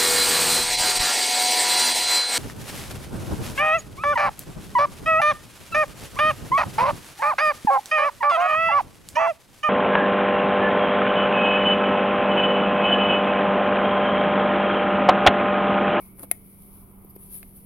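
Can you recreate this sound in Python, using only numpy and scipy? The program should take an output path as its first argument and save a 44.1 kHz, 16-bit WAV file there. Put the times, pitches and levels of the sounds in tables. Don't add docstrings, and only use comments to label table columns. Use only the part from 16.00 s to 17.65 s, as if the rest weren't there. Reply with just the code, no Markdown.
import sys
import numpy as np
from scipy import signal
from scipy.fft import rfft, irfft, next_fast_len
from scipy.io import wavfile
from scipy.ndimage import uniform_filter1d

SR = 44100
rng = np.random.default_rng(int(sys.argv[2]) if len(sys.argv) > 2 else 0)


def generate_wav(sig):
    pcm = np.round(np.clip(np.atleast_2d(sig).T, -1, 1) * 32767).astype(np.int16)
    wavfile.write(sys.argv[1], SR, pcm)


N = 72765

# start_s, knock_db, knock_centre_hz, knock_width_octaves, crack_db, crack_rise_s
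CONTACTS = [(0.1942, -46, 1830, 1.2, -53, 0.0011), (0.218, -53, 600, .8, -58, 0.0019),
            (0.226, -63, 700, 1, -54, 0.00054), (0.2306, -57, 1000, 0.85, -47.5, 0.00073),
            (0.2348, -36.5, 930, 0.35, -67, 0.00077), (0.313, -18, 1920, 2.9, -30, 0.0015),
            (0.6195, -74, 2000, 1, -66, 0.0027), (1.1640, -47, 1010, 1.45, -62, 0.00072),
            (1.4294, -36, 2460, 1.04, -58, .0006)]
YARD_T60_S = 0.23


def undb(db):
    return 10 ** (np.asarray(db) / 20)


def unit(x):
    return x / np.sqrt(np.mean(x ** 2))


def colour(x, points):
    size = 2 * next_fast_len(N)
    hz, db = np.array(points, float).T
    bin_hz = np.arange(size // 2 + 1) * SR / size
    log_gain = np.interp(np.log(bin_hz + 1), np.log(hz), np.log(undb(db)))
    cepstrum = irfft(log_gain, size)
    cepstrum[1:size // 2] *= 2
    cepstrum[size // 2 + 1:] = 0
    response = np.exp(rfft(cepstrum))
    return irfft(rfft(x, size) * response, size)[..., :N]


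def resonate(x, hz, width_hz):
    return signal.lfilter(*signal.iirpeak(hz, hz / width_hz, fs=SR), x)


def ring(age, hz, t60):
    return np.sin(2 * np.pi * hz * age) * np.exp(-np.log(1000) * age / t60)


def walk(rate):
    k = int(SR / rate)
    steps = np.repeat(rng.standard_normal(N // k + 2), k)
    smooth = uniform_filter1d(uniform_filter1d(steps, k), k)
    return unit(smooth[:N])


def swell(t, at, rise, fall, db):
    return undb(db) * np.exp(-((t - at) / np.where(t < at, rise, fall)) ** 2)


def friction():
    slips_per_s, spread_db, smooth_share = 5000, 3.5, 0.52
    sizes = undb(spread_db * rng.standard_normal(N))
    slips = (rng.random(N) < slips_per_s / SR) * sizes
    grains = unit(slips * rng.standard_normal((2, N)))
    smooth = rng.standard_normal((2, N))
    return np.sqrt(1 - smooth_share) * grains + np.sqrt(smooth_share) * smooth


def outdoors():
    # hz, density_db
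    rumble_spectrum = [(12, -9.5), (30, 2), (55, -2.5), (90, -3), (160, -6), (300, -10.5), (420, -15.5),
                       (600, -25), (1150, -28.5), (1750, -39.5), (2250, -33), (2650, -41.5), (3100, -39.5),
                       (4500, -58), (9000, -58.5), (16000, -41)]
    rumble_db, alike_below_hz = -51, 606
    hum_hz, hum_db, octave_db, waver_share = 193.4, -54, -17.5, 0.0042
    mid, side = rng.standard_normal((2, N))
    side = signal.sosfilt(signal.butter(1, alike_below_hz, "high", fs=SR, output="sos"), side)
    rumble = unit(colour(mid + side * np.array([[1], [-1]]), rumble_spectrum))
    phase = 2 * np.pi * np.cumsum(hum_hz * (1 + waver_share * walk(8.2))) / SR
    hum = unit(np.sin(phase) + undb(octave_db) * np.sin(2 * phase))
    return undb(rumble_db) * rumble + undb(hum_db) * hum


def distance(t):
    # start_s, level_db
    wash_levels = [(0, -61.5), (.3, -78), (.55, -74.5), (.75, -65), (.95, -66), (1.2, -68.5), (1.65, -83.5)]
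    # hz, density_db
    wash_spectrum = [(300, -42), (700, -1.5), (1000, 2.5), (1250, -0.5), (1700, -17.5), (4000, -32)]
    # start_s, level_db
    hiss_levels = [(0, -61), (.12, -69), (.5, -73.5), (1.65, -84.5)]
    hiss_hz, width_hz = 2240, 310
    shared, own = rng.standard_normal(N), rng.standard_normal((2, N))
    wash = unit(colour(shared + own, wash_spectrum))
    hiss = rng.standard_normal((2, N))
    for _ in range(2):
        hiss = resonate(hiss, hiss_hz, width_hz)
    wash_db = np.interp(t, *np.array(wash_levels).T)
    hiss_db = np.interp(t, *np.array(hiss_levels).T)
    return wash * undb(wash_db) + unit(hiss) * undb(hiss_db)


def yard(x, t):
    # hz, level_db
    echo_spectrum = [(100, -26), (400, 5), (2200, -1), (5000, -4), (16000, -4.5)]
    scatter_db = -21.5
    tail = colour(rng.standard_normal((2, N)), echo_spectrum) * np.exp(-np.log(1000) * t / YARD_T60_S)
    return undb(scatter_db) * signal.fftconvolve(x, unit(tail) / np.sqrt(N), axes=1)[:, :N]


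def sleeves(t, flicker_db=1):
    # start_s, level_db
    rustle_levels = [(0, -67), (.064, -66), (.142, -76), (.29, -72.5), (.34, -70), (.41, -70.5),
                     (.6, -68.5), (.8, -68.5), (.922, -76.5), (1.03, -75), (1.08, -72.5), (1.138, -75),
                     (1.3, -69), (1.44, -66.5), (1.49, -70), (1.6, -69.5), (1.65, -71)]
    # hz, density_db
    cloth_spectrum = [(500, -10), (3000, 2), (6000, 1.5), (8000, -8), (10000, -1), (16000, 1)]
    level_db = np.interp(t, *np.array(rustle_levels).T)
    return unit(colour(friction(), cloth_spectrum)) * undb(level_db + flicker_db * walk(40.15))


def bumps(t):
    # start_s, level_db, pitch_hz, t60_s
    jolts = [(0.2027, -35.5, 330, 0.018), (0.2290, -41.5, 284, 0.11), (0.2347, -35.5, 1080, 0.0099),
             (0.3161, -32.5, 716, 0.017), (1.0478, -39, 368, 0.024), (1.1635, -34, 394, 0.02),
             (1.4335, -50.5, 680, .04)]
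    return -sum(undb(db) * ring(np.clip(t - at, 0, 2 * t60), hz, t60) for at, db, hz, t60 in jolts)


def blade(t):
    start_s, pitch_hz, level_db, t60_s = 0.3145, 1892, -42, .07
    return undb(level_db) * ring(np.maximum(t - start_s, 0), pitch_hz, t60_s)


def squeaks(t):
    # peak_s, rise_s, fall_s, level_db (upper band), pitch_hz (upper band)
    slides = [(1.047, 0.0023, .004, -67, 12530), (1.107, .014, 0.0088, -63.5, 13530),
              (1.161, 0.0076, .005, -61, 13600)]
    width_hz, low_hz, low_db = 790, 5000, -9.5
    out = 0
    for at, rise, fall, db, hz in slides:
        slips = friction()
        upper = unit(resonate(slips, hz, width_hz))
        lower = unit(resonate(slips, low_hz, width_hz / 2))
        out = out + (upper + undb(low_db) * lower) * swell(t, at, rise, fall, db)
    return out


def shaving(t):
    # peak_s, rise_s, fall_s, level_db
    strokes = [(0.204, 0.027, 0.021, -63), (0.237, 0.0086, 0.016, -60), (1.236, 0.047, 0.039, -63.5),
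               (1.355, 0.048, 0.045, -54), (1.568, 0.023, .018, -65.5)]
    # hz, density_db
    shaving_spectrum = [(100, -21), (400, 9), (1200, 0), (2500, 0.5), (5000, -0.5), (7500, -4), (10000, 2),
                        (16000, 1.5)]
    # peak_s, rise_s, fall_s, level_db
    creak_pushes = [(0.206, .02, .012, -50), (0.237, .009, .013, -45)]
    # hz, density_db
    creak_spectrum = [(100, -25), (220, -2.5), (310, -9.5), (500, -6.5), (800, -12.5), (1300, -14.5),
                      (1700, -22.5), (5000, -41)]
    hiss = unit(colour(friction(), shaving_spectrum))
    creak = unit(colour(friction()[0], creak_spectrum))
    hiss_push = sum(swell(t, *row) for row in strokes)
    creak_push = sum(swell(t, *row) for row in creak_pushes)
    return hiss * hiss_push + creak * creak_push


def cracks(t):
    fall_s, tail_db, tail_s = 0.0018, -14, 0.0052
    splinters_per_s, splinter_db = 3500, 3
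    force = np.zeros(N)
    for at, _, _, _, db, rise in CONTACTS:
        after = np.maximum(t - at - rise, 0)
        build = np.sqrt(np.clip((t - at) / rise, 0, 1))
        decay = np.exp(-after / fall_s) + undb(tail_db) * np.exp(-after / tail_s)
        force += undb(db) * build * decay
    splinters = unit(undb(splinter_db * walk(splinters_per_s)))
    return force * splinters * np.sign(rng.standard_normal((2, N)))


def knocks(t):
    # pitch_hz, level_db
    stick_modes = [(380, -8.5), (690, -5), (1330, -12), (1780, -13), (2130, -1.5), (2480, -4.5),
                   (3000, -13), (3700, -12), (4750, -11), (6850, -3.5), (8290, -9.5)]
    # hz, density_db
    crunch_spectrum = [(200, -26), (700, -9), (1000, -25), (1400, -5), (2300, 2.5), (3200, -8.5),
                       (4200, -9.5), (9000, -24)]
    crunch_db, crunch_t60_s = -12.5, 0.022
    stick_t60_s, t60_slope = 0.024, 0.17
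    left_lag_s = .00009
    out = np.zeros((2, N))
    crunch = unit(colour(rng.standard_normal((2, N)), crunch_spectrum))
    for at, db, centre_hz, width, _, _ in CONTACTS:
        span = (t > at) & (t < at + YARD_T60_S)
        age = np.maximum(t[span] - at - np.array([[left_lag_s], [0]]), 0)
        crunch_decay = np.exp(-np.log(1000) * age / crunch_t60_s)
        out[:, span] += undb(db + crunch_db) * crunch[:, span] * crunch_decay
        for hz, mode_db in stick_modes:
            t60 = stick_t60_s * (hz / 1000) ** -t60_slope
            weight = undb(db + mode_db) * np.exp(-(np.log2(hz / centre_hz) / width) ** 2)
            out[:, span] -= weight / 2 * ring(age, hz, t60)
    return out


def scene():
    t = np.arange(N) / SR
    background = outdoors() + distance(t)
    knife = bumps(t) + blade(t) + squeaks(t) + shaving(t) + cracks(t) + knocks(t)
    return background + sleeves(t) + yard(knife, t) + knife


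def record(dry):
    # hz, gain_db
    left_port = [(150, -1.5), (600, 1.5), (1800, -1), (4500, -0.5), (7000, -5), (8200, 9.5), (9100, 19),
                 (9950, 29), (10900, 22.5), (12400, 22), (14000, 12), (16000, 11)]
    # hz, gain_db
    right_port = [(150, 1.5), (600, 0.5), (1800, 0.5), (4500, 2), (7000, 1), (8400, 0.5), (10000, 11.5),
                  (11200, 21.5), (12200, 25.5), (13200, 11.5), (14300, 17.5), (16000, -27)]
    top_hz = 15850
    heard = np.array([colour(dry[0], left_port), colour(dry[1], right_port)])
    return signal.sosfilt(signal.ellip(10, .2, 80, top_hz, fs=SR, output="sos"), heard)


dry = scene()
out = record(dry)
generate_wav(out)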